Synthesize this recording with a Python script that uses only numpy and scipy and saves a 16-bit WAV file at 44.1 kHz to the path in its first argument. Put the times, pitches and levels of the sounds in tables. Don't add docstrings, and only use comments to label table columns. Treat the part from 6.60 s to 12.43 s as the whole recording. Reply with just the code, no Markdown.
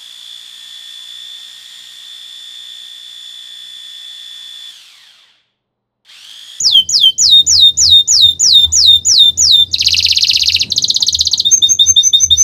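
import sys
import numpy as np
from scipy import signal
from scipy.fft import rfft, irfft, next_fast_len
from scipy.io import wavfile
from scipy.ndimage import uniform_filter1d, minimum_filter1d

SR = 44100
rng = np.random.default_rng(int(sys.argv[2]) if len(sys.argv) > 2 else 0)


def persist_wave(psi):
    counts = np.round(np.clip(psi, -1, 1) * 32767).astype(np.int16)
    wavfile.write(sys.argv[1], SR, np.atleast_2d(counts).T)


def how_loud(loudness_db):
    steps = np.asarray(loudness_db, float) / 20
    return 10 ** steps


N = 257103

# [t/s, level/dB]
STREET_LEVEL = [(0.0, -48), (0.03, -44), (0.57, -51.5), (0.62, -45), (1.33, -45), (1.54, -52.5),
                (1.64, -45.5), (3.95, -45.5), (4.09, -39), (4.45, -45.5), (5.39, -45.5), (5.41, -52.5),
                (5.75, -43), (5.83, -50.5)]
# [f/Hz, level/dB per Hz]
AIR_SPECTRUM = [(15, -56), (35, -31), (60, -14), (107, 2), (286, -7.5), (450, -13.5), (749, -24),
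                (1350, -34), (2200, -35), (4000, -31), (6500, -38), (8800, -35), (12000, -51), (16000, -65)]
# [t of the loudest moment/s, level/dB, width/s]
ENGINE_THROBS = [(.13, -45, 0.34), (.68, -35, 0.063), (0.962, -29, 0.14), (1.279, -24, .09),
                 (1.652, -30.5, 0.11), (1.93, -31, 0.028), (2.089, -25.5, 0.051), (2.32, -32, 0.26),
                 (2.83, -31, 0.1), (3.15, -38.5, 0.27), (3.44, -34, 0.26), (3.73, -41, 0.044),
                 (3.92, -27.5, 0.12), (4.2, -49.5, 0.24), (4.611, -31.5, 0.088), (4.85, -42, 0.45),
                 (5.31, -29.5, .07), (5.72, -29.5, .15)]
# [t/s, length/s, f/Hz, level/dB]
FAR_KNOCKS = [
    (0.059, 0.084, 990, -48),
    (1.46, 0.11, 980, -51.5),
    (2.006, 0.14, 1060, -54.5),
    (4.383, 0.066, 960, -45),
    (4.701, 0.08, 1020, -49),
    (5.22, 0.11, 1040, -57.5),
]
# [delay/ms, gain]
EARLY_ECHOES = [(1.654, 0.16), (1.955, 0.09), (2.258, 0.08), (2.534, 0.14), (3.016, 0.19), (3.46, 0.17),
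                (3.992, 0.16), (4.242, 0.1), (4.593, 0.09), (4.85, 0.08), (5.763, 0.09), (7.361, 0.06),
                (9.271, 0.09), (9.872, 0.05), (10.652, 0.04), (11.101, 0.05), (12.668, 0.04),
                (14.448, 0.05)]
# [t/s, length/s, start f/Hz, end f/Hz, level/dB]
FAR_SLIDES = [
    (2.07, .05, 3000, 4200, -42),
    (2.09, .04, 7200, 8400, -54),
    (1.52, .04, 4300, 3800, -44),
    (.485, .06, 5100, 3850, -43),
    (4.14, .07, 8200, 7800, -52),
    (4.06, .05, 4300, 3900, -42),
]
# [t/s, length/s, start f/Hz, end f/Hz, level/dB]
FAR_ARCHED_CALLS = [
    (3.06, .065, 4950, 4000, -46),
    (1.98, .07, 5050, 4500, -44),
    (2.42, .055, 5000, 4500, -44),
    (1.165, .11, 3700, 3400, -42),
    (.25, .04, 4700, 4300, -48),
]
# [t/s, f/Hz, level/dB]
FAR_MACHINE = [(1.5, 770, -76), (1.65, 755, -61), (1.8, 775, -82), (2.1, 763, -66), (2.3, 770, -64),
               (2.5, 760, -84)]
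# [multiple of the pitch, level/dB]
VOICE_OVERTONES = [(2, -34), (3, -36.5), (4, -33)]
# [t/s, length/s, held f/Hz, slowness of the fall, level at the end of the hold/dB]
WHISTLES = [
    (.0004, 0.22, 3135, 0.86, -9.5),
    (0.2886, 0.22, 3140, 0.85, -10),
    (0.58, 0.24, 3696, 0.77, -7.5),
    (0.8646, 0.24, 3658, 0.95, -7),
    (1.171, 0.25, 3665, 0.87, -9),
    (1.4755, 0.26, 3628, 0.95, -10.5),
    (1.794, 0.27, 3621, .955, -5.5),
    (2.1203, 0.27, 3641, 0.96, -8),
    (2.4491, 0.26, 3588, 0.97, -8.5),
    (2.7737, 0.27, 3593, 1.026, -8.5),
]
# [t/s, share of the way from held pitch to top]
WHISTLE_RISE = [(0, .6), (.003, .83), (.006, .93), (.0115, .998)]
# [t/s, share of the way from held pitch to top]
WHISTLE_FALL = [(0, 1), (.008, .936), (.021, .74), (.06, .455), (.1, .165), (.12, .066), (.142, .023),
                (.17, .003), (.27, -.011)]
# [t after onset/s, level/dB, extra level of deeper whistles/dB]
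WHISTLE_EFFORT = [(0, -19.5, -9), (.003, -20.5, 7), (.01, -12.5, -1.5), (0.028, -10, -8.5),
                  (0.068, -7.5, 2), (0.113, -10.5, -8), (0.153, -4, 0.5)]
# [t after onset/s, extra f/Hz]
DEEP_SETTLING = [(.1, 0), (.13, 135), (.16, 25), (.19, -55), (.24, 10)]
# [t/s, f/Hz, level/dB]
TRILL_OPENING = [(3.113, 5310, -21), (3.117, 6500, -29), (3.124, 7260, -38), (3.13, 6630, -22.5),
                 (3.138, 5040, -16.5), (3.144, 3870, -1), (3.152, 3190, -39), (3.164, 2590, -18),
                 (3.166, 2300, -48)]
# [t/s, slowness, chip level/dB, arc level/dB]
FIRST_TRILL = [(3.1824, 0.99, -18, -2.5), (3.245, 0.94, -13, -2), (3.3053, 0.92, -11.5, -1),
               (3.365, 0.91, -9, -1), (3.4249, 0.92, -10.5, -0.5), (3.4844, 0.99, -7.5, -1.5),
               (3.5474, 0.91, -18, 0), (3.6078, 0.94, -10.5, -2), (3.669, 1.02, -10.5, -.5),
               (3.732, .95, -7, -2), (3.7938, 0.99, -12, -1), (3.8575, 0.97, -10, 0),
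               (3.92, 1.02, -11.5, -3.5), (3.9851, 1.046, -24.5, -2)]
# [t after onset/s, f/Hz, level/dB]
CHIP_SHAPE = [(-.001, 3500, -47), (.0008, 4000, -11.5), (.002, 4494, 11.5), (.0035, 5230, -9),
              (.006, 6120, -8)]
# [t after onset/s, f/Hz, level/dB]
ARC_SHAPE = [(.005, 5887, -47), (.0085, 6803, -27), (.013, 6450, -19), (.02, 5422, -12.5), (.03, 3920, -2),
             (.034, 3417, -14), (.039, 3238, -19), (.0445, 2850, -7.5), (.052, 2114, -31)]
# [t/s, slowness, start f/Hz, level/dB]
SECOND_TRILL = [(4.1016, 0.85, 6570, -4.5), (4.1604, 0.88, 6720, 1), (4.2204, 0.98, 6730, 0),
                (4.2785, 1.05, 6970, -0.5), (4.342, 0.96, 6940, -0.5), (4.403, 1.02, 6900, -1),
                (4.4651, 0.9, 6580, 0.5), (4.5247, 1, 6810, -.5), (4.5873, .97, 6980, 0.5),
                (4.6505, 0.92, 6840, -1.5), (4.7125, 1.02, 6640, -1), (4.7745, 1.11, 6930, -2)]
# [t after onset/s, share of the start pitch, level/dB]
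STROKE_UPPER = [(0, 1.015, -30), (.002, 1.0, -17), (.008, .89, -14), (.016, .76, -23)]
# [t after onset/s, f/Hz, level/dB]
STROKE_LOWER = [(0.0208, 4724, -7.5), (.024, 4010, -0.5), (.027, 3526, -10), (.03, 3054, -20),
                (0.032, 3260, -38)]
# [t/s, low note level/dB, high note f/Hz, t of its loudest moment after onset/s, its level/dB]
CLOSING_PAIRS = [
    (4.845, -4, 6377, 0.099, -2.5),
    (5.017, -0.5, 6380, 0.11, -5.5),
    (5.187, 0.5, 6283, 0.12, -5.5),
    (5.358, 1, 6187, 0.12, -4.5),
    (5.527, 0.5, 6204, .116, -6),
    (5.701, 0.5, 6184, 0.12, -3),
]
# [t after onset/s, f/Hz, level/dB]
LOW_NOTE_SHAPE = [(0, 3260, -32), (.006, 3480, -14), (.012, 3610, -5.5), (.021, 3670, -6), (.033, 3680, -9),
                  (.05, 3650, -18), (.078, 3610, -24), (.088, 3600, -36)]
# [t after onset/s, f/Hz, level/dB]
HOARSE_VOICE = [(.025, 4100, -48), (.045, 4550, -41), (.07, 4700, -42), (.095, 4400, -50)]
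# [t from 0.055 s after the pair's onset/s, f/Hz, level/dB]
RISE_TO_HIGH = [(-.024, 3900, -46), (-.016, 4350, -39), (-.007, 5050, -39), (0, 5700, -37)]
# [f off its pitch/Hz, level off its peak/dB]
HIGH_NOTE_SHAPE = [
    (-650, -30),
    (-260, -33.5),
    (-89.5, -8),
    (22, 2.5),
    (49, -23),
    (-170, 1),
]


def at_hz(points, hz):
    table = np.array(points)
    return np.interp(np.log(hz), np.log(table[:, 0]), table[:, 1])


def shaped(x, gain):
    size = next_fast_len(N + SR // 2)
    hz = np.arange(size // 2 + 1) * SR / size + 1e-3
    return irfft(rfft(x, size) * gain(hz), size)[..., :N]


def band(x, hz, kind, order=2):
    return signal.sosfilt(signal.butter(order, hz, kind, fs=SR, output="sos"), x)


def drift(rate):
    r = np.exp(-2 * np.pi * rate / SR)
    slow = signal.lfilter([1], [1, -2 * r, r * r], rng.standard_normal(N + SR))[SR:]
    return slow / slow.std()


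def unsteady(depth, rate):
    breath = band(rng.standard_normal(N), 4000, "high")
    return np.array([depth * drift(rate), drift(570), drift(230), breath])


def add_note(out, s, hz, db, waver, fade_s=.002):
    at = np.arange(max(0, round(s[0] * SR)), min(N, round(s[-1] * SR)))
    t = at / SR
    pitch_waver, rasp, flutter, breath = waver[:, at]
    pitch = np.interp(t, s, hz) * (1 + pitch_waver)
    phase = 2 * np.pi * np.cumsum(uniform_filter1d(pitch, size=45)) / SR
    tone = (1 + how_loud(-34.5) * rasp) * np.sin(phase) + how_loud(-49) * breath
    closing_db = -.004 * np.maximum(pitch - 3900, 0)
    upper = 0
    for k, overtone_db in VOICE_OVERTONES:
        strength = how_loud(overtone_db + (k > 2) * closing_db)
        upper = upper + strength * (k * pitch < 16000) * np.sin(k * phase)
    tone += (1 + .45 * flutter) * upper
    edge = np.clip(np.minimum(t - s[0], s[-1] - t) / fade_s, 0, 1)
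    out[at] += np.sqrt(2) * how_loud(np.interp(t, s, db)) * edge * tone


def engine():
    t = np.arange(N) / SR
    hum_hz = 84 + 3.0 * drift(5)
    hum = np.sin(2 * np.pi * np.cumsum(hum_hz) / SR) * how_loud(3.0 * drift(13))
    throb = how_loud(-58)
    for top, db, width in ENGINE_THROBS:
        throb = throb + how_loud(db) / np.cosh(2.15 * (t - top) / width)
    return throb * hum


def traffic():
    s, street_db = np.transpose(STREET_LEVEL)
    air = shaped(rng.standard_normal((2, N)), lambda hz: how_loud(at_hz(AIR_SPECTRUM, hz)))
    air /= band(air[0], [130, 600], "band").std()
    level_db = np.interp(np.arange(N) / SR, s, street_db) + 1.2 * drift(15) + 1.5 * drift(3)
    return how_loud(level_db) * (air[0] + how_loud(-44) * air[1] * [[1], [-1]])


def knocks():
    t = np.arange(N) / SR
    white, out = rng.standard_normal(N), np.zeros(N)
    for start, length, hz, db in FAR_KNOCKS:
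        ring = band(white, [0.82 * hz, 0.98 * hz], "band", order=1)
        out += how_loud(db + 23) * ring * np.sin(np.pi * np.clip((t - start) / length, 0, 1))
    return out


def yard(x):
    def echo_gain(hz):
        return 1 + sum(g * np.exp(-2j * np.pi * hz * ms / 1000) for ms, g in EARLY_ECHOES)

    t = np.arange(SR // 2) / SR

    def tail(t60_s, db, end_s=1):
        decay = (t > .005) * (t < end_s) * how_loud(-60 * t / t60_s)
        return how_loud(db) * decay / np.sqrt(np.sum(decay ** 2))

    near = tail(0.089, -21, end_s=.016)
    walls, far = tail(0.15, -13), tail(0.92, -32.5)
    white = rng.standard_normal((2, len(t)))
    dull = band(white, 4500, "low")
    mid, side = signal.fftconvolve(x[None], (near + walls) * white + far * dull, axes=1)[:, :N]
    return shaped(x, echo_gain) + mid + how_loud(-16.0) * side * [[1], [-1]]


def far_birds():
    out, waver = np.zeros(N), unsteady(0.017, 80)
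    for calls, arch_hz in ((FAR_SLIDES, 0), (FAR_ARCHED_CALLS, 470)):
        for s, length, start_hz, end_hz, db in calls:
            hz = [start_hz, (start_hz + end_hz) / 2 + arch_hz, end_hz]
            add_note(out, s + length * np.array([0, .5, 1]), hz, db + np.array([-4, 0, -5]), waver, .01)
    add_note(out, *np.transpose(FAR_MACHINE), waver)
    return out


def trill_breath():
    hiss = band(rng.standard_normal(N), (10800, 14500), "band")
    swell = np.interp(np.arange(N) / SR, (3.17, 3.25, 3.93, 4.03), [0, 1, 1, 0])
    return how_loud(-41 + 2.0 * drift(30)) * swell * hiss


def whistles(waver):
    lag, share = np.transpose(WHISTLE_FALL)
    rise, rise_share = np.transpose(WHISTLE_RISE)
    when, effort_db, deep_db = np.transpose(WHISTLE_EFFORT)
    top_hz, release_s, release_db = 6968, .017, -25
    out = np.zeros(N)
    for s, length, held_hz, slow, end_db in WHISTLES:
        t, deep = np.arange(0, length, .002), held_hz < 3400
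        fall = .1 * length + slow * lag
        height = np.interp(t, np.r_[rise, fall], np.r_[rise_share, share])
        hz = held_hz + (top_hz - held_hz) * height + deep * np.interp(t, *np.transpose(DEEP_SETTLING))
        db = effort_db + deep * deep_db
        last = length - release_s
        hold_db = db[-1] - 1 + .25 * (end_db - db[-1])
        db_times = np.r_[when, (when[-1] + last) / 2, last, length]
        db = np.interp(t, db_times, np.r_[db, hold_db, end_db, release_db])
        add_note(out, s + t, hz, db, waver, .001)
    return out


def trills(waver):
    out = np.zeros(N)
    chance_db = 2.5
    chip, arc = np.transpose(CHIP_SHAPE), np.transpose(ARC_SHAPE)
    up, low = np.transpose(STROKE_UPPER), np.transpose(STROKE_LOWER)
    for s, slow, chip_db, arc_db in FIRST_TRILL:
        add_note(out, s + chip[0], chip[1], chip[2] + chip_db, waver, .0005)
        db = arc[2] + arc_db + rng.normal(0, chance_db, len(arc[2]))
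        add_note(out, s + slow * arc[0], arc[1], db, waver, .001)
    for s, slow, start_hz, db in SECOND_TRILL:
        lag = np.r_[up[0], low[0]]
        hz = np.r_[up[1] * start_hz, low[1]]
        stroke_db = np.r_[up[2], low[2]] + db + rng.normal(0, chance_db / 2, len(lag))
        add_note(out, s + slow * lag, hz, stroke_db, waver, .001)
    return out


def closing_notes(waver):
    out = np.zeros(N)
    low, haze = np.transpose(LOW_NOTE_SHAPE), np.transpose(HOARSE_VOICE)
    off_hz, off_db = np.transpose(HIGH_NOTE_SHAPE)
    link = np.transpose(RISE_TO_HIGH)
    start_s, end_s = .05, .138
    for k, (s, low_db, high_hz, loudest, high_db) in enumerate(CLOSING_PAIRS):
        add_note(out, s + low[0], low[1], low[2] + low_db, waver, .003)
        add_note(out, s + haze[0], haze[1], haze[2], waver * [[14], [30], [1], [1]], .008)
        swell = start_s + (loudest - start_s) * np.array([0, .17, .45, 1])
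        lag = np.r_[swell, loudest + .6 * (end_s - loudest), end_s]
        add_note(out, s + lag, high_hz + off_hz, high_db + off_db, waver, .004)
        if k > 0:
            add_note(out, s + .055 + link[0], link[1], link[2] - 5, waver * [[5], [12], [1], [1]])
    return out


def canary():
    opening, waver = np.zeros(N), unsteady(0.006, 180)
    add_note(opening, *np.transpose(TRILL_OPENING), waver, .004)
    husky = waver * [[1], [2.0], [1], [how_loud(15)]]
    return opening + whistles(waver) + trills(husky) + closing_notes(waver)


def scene():
    street = engine() + traffic() + knocks()
    return street + yard(far_birds() + canary()) + trill_breath()


def low_pass(x):
    return signal.sosfilt(signal.butter(12, 15800, fs=SR, output="sos"), x)


def record(dry):
    turn = 2 * np.pi * 3900 * np.arange(N) / SR
    ripple = how_loud(-27) * np.cos(turn) + how_loud(-40) * np.cos(2 * turn)
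    below = band(band(dry, 5000, "high", order=1) * ripple, [900, 3300], "band", order=1)
    above = how_loud(-4) * band(band(dry, 5500, "high", order=3) * ripple, 8000, "high")
    bent = how_loud(-33.0) * band(dry ** 2, 9000, "high") * np.cos(turn)
    x = dry + below + above + bent
    limit = 1.0
    peaks = -minimum_filter1d(-np.abs(x).max(axis=0), size=31)
    crest = uniform_filter1d(peaks, size=21)
    x = x / (1 + (crest / (1.16 * limit)) ** 6) ** (1 / 6)
    x = np.clip(x, -limit, limit)
    x = signal.sosfilt(signal.cheby2(10, 50, 16000, fs=SR, output="sos"), x)
    return low_pass(x)


dry = scene()
out = record(dry)
persist_wave(out)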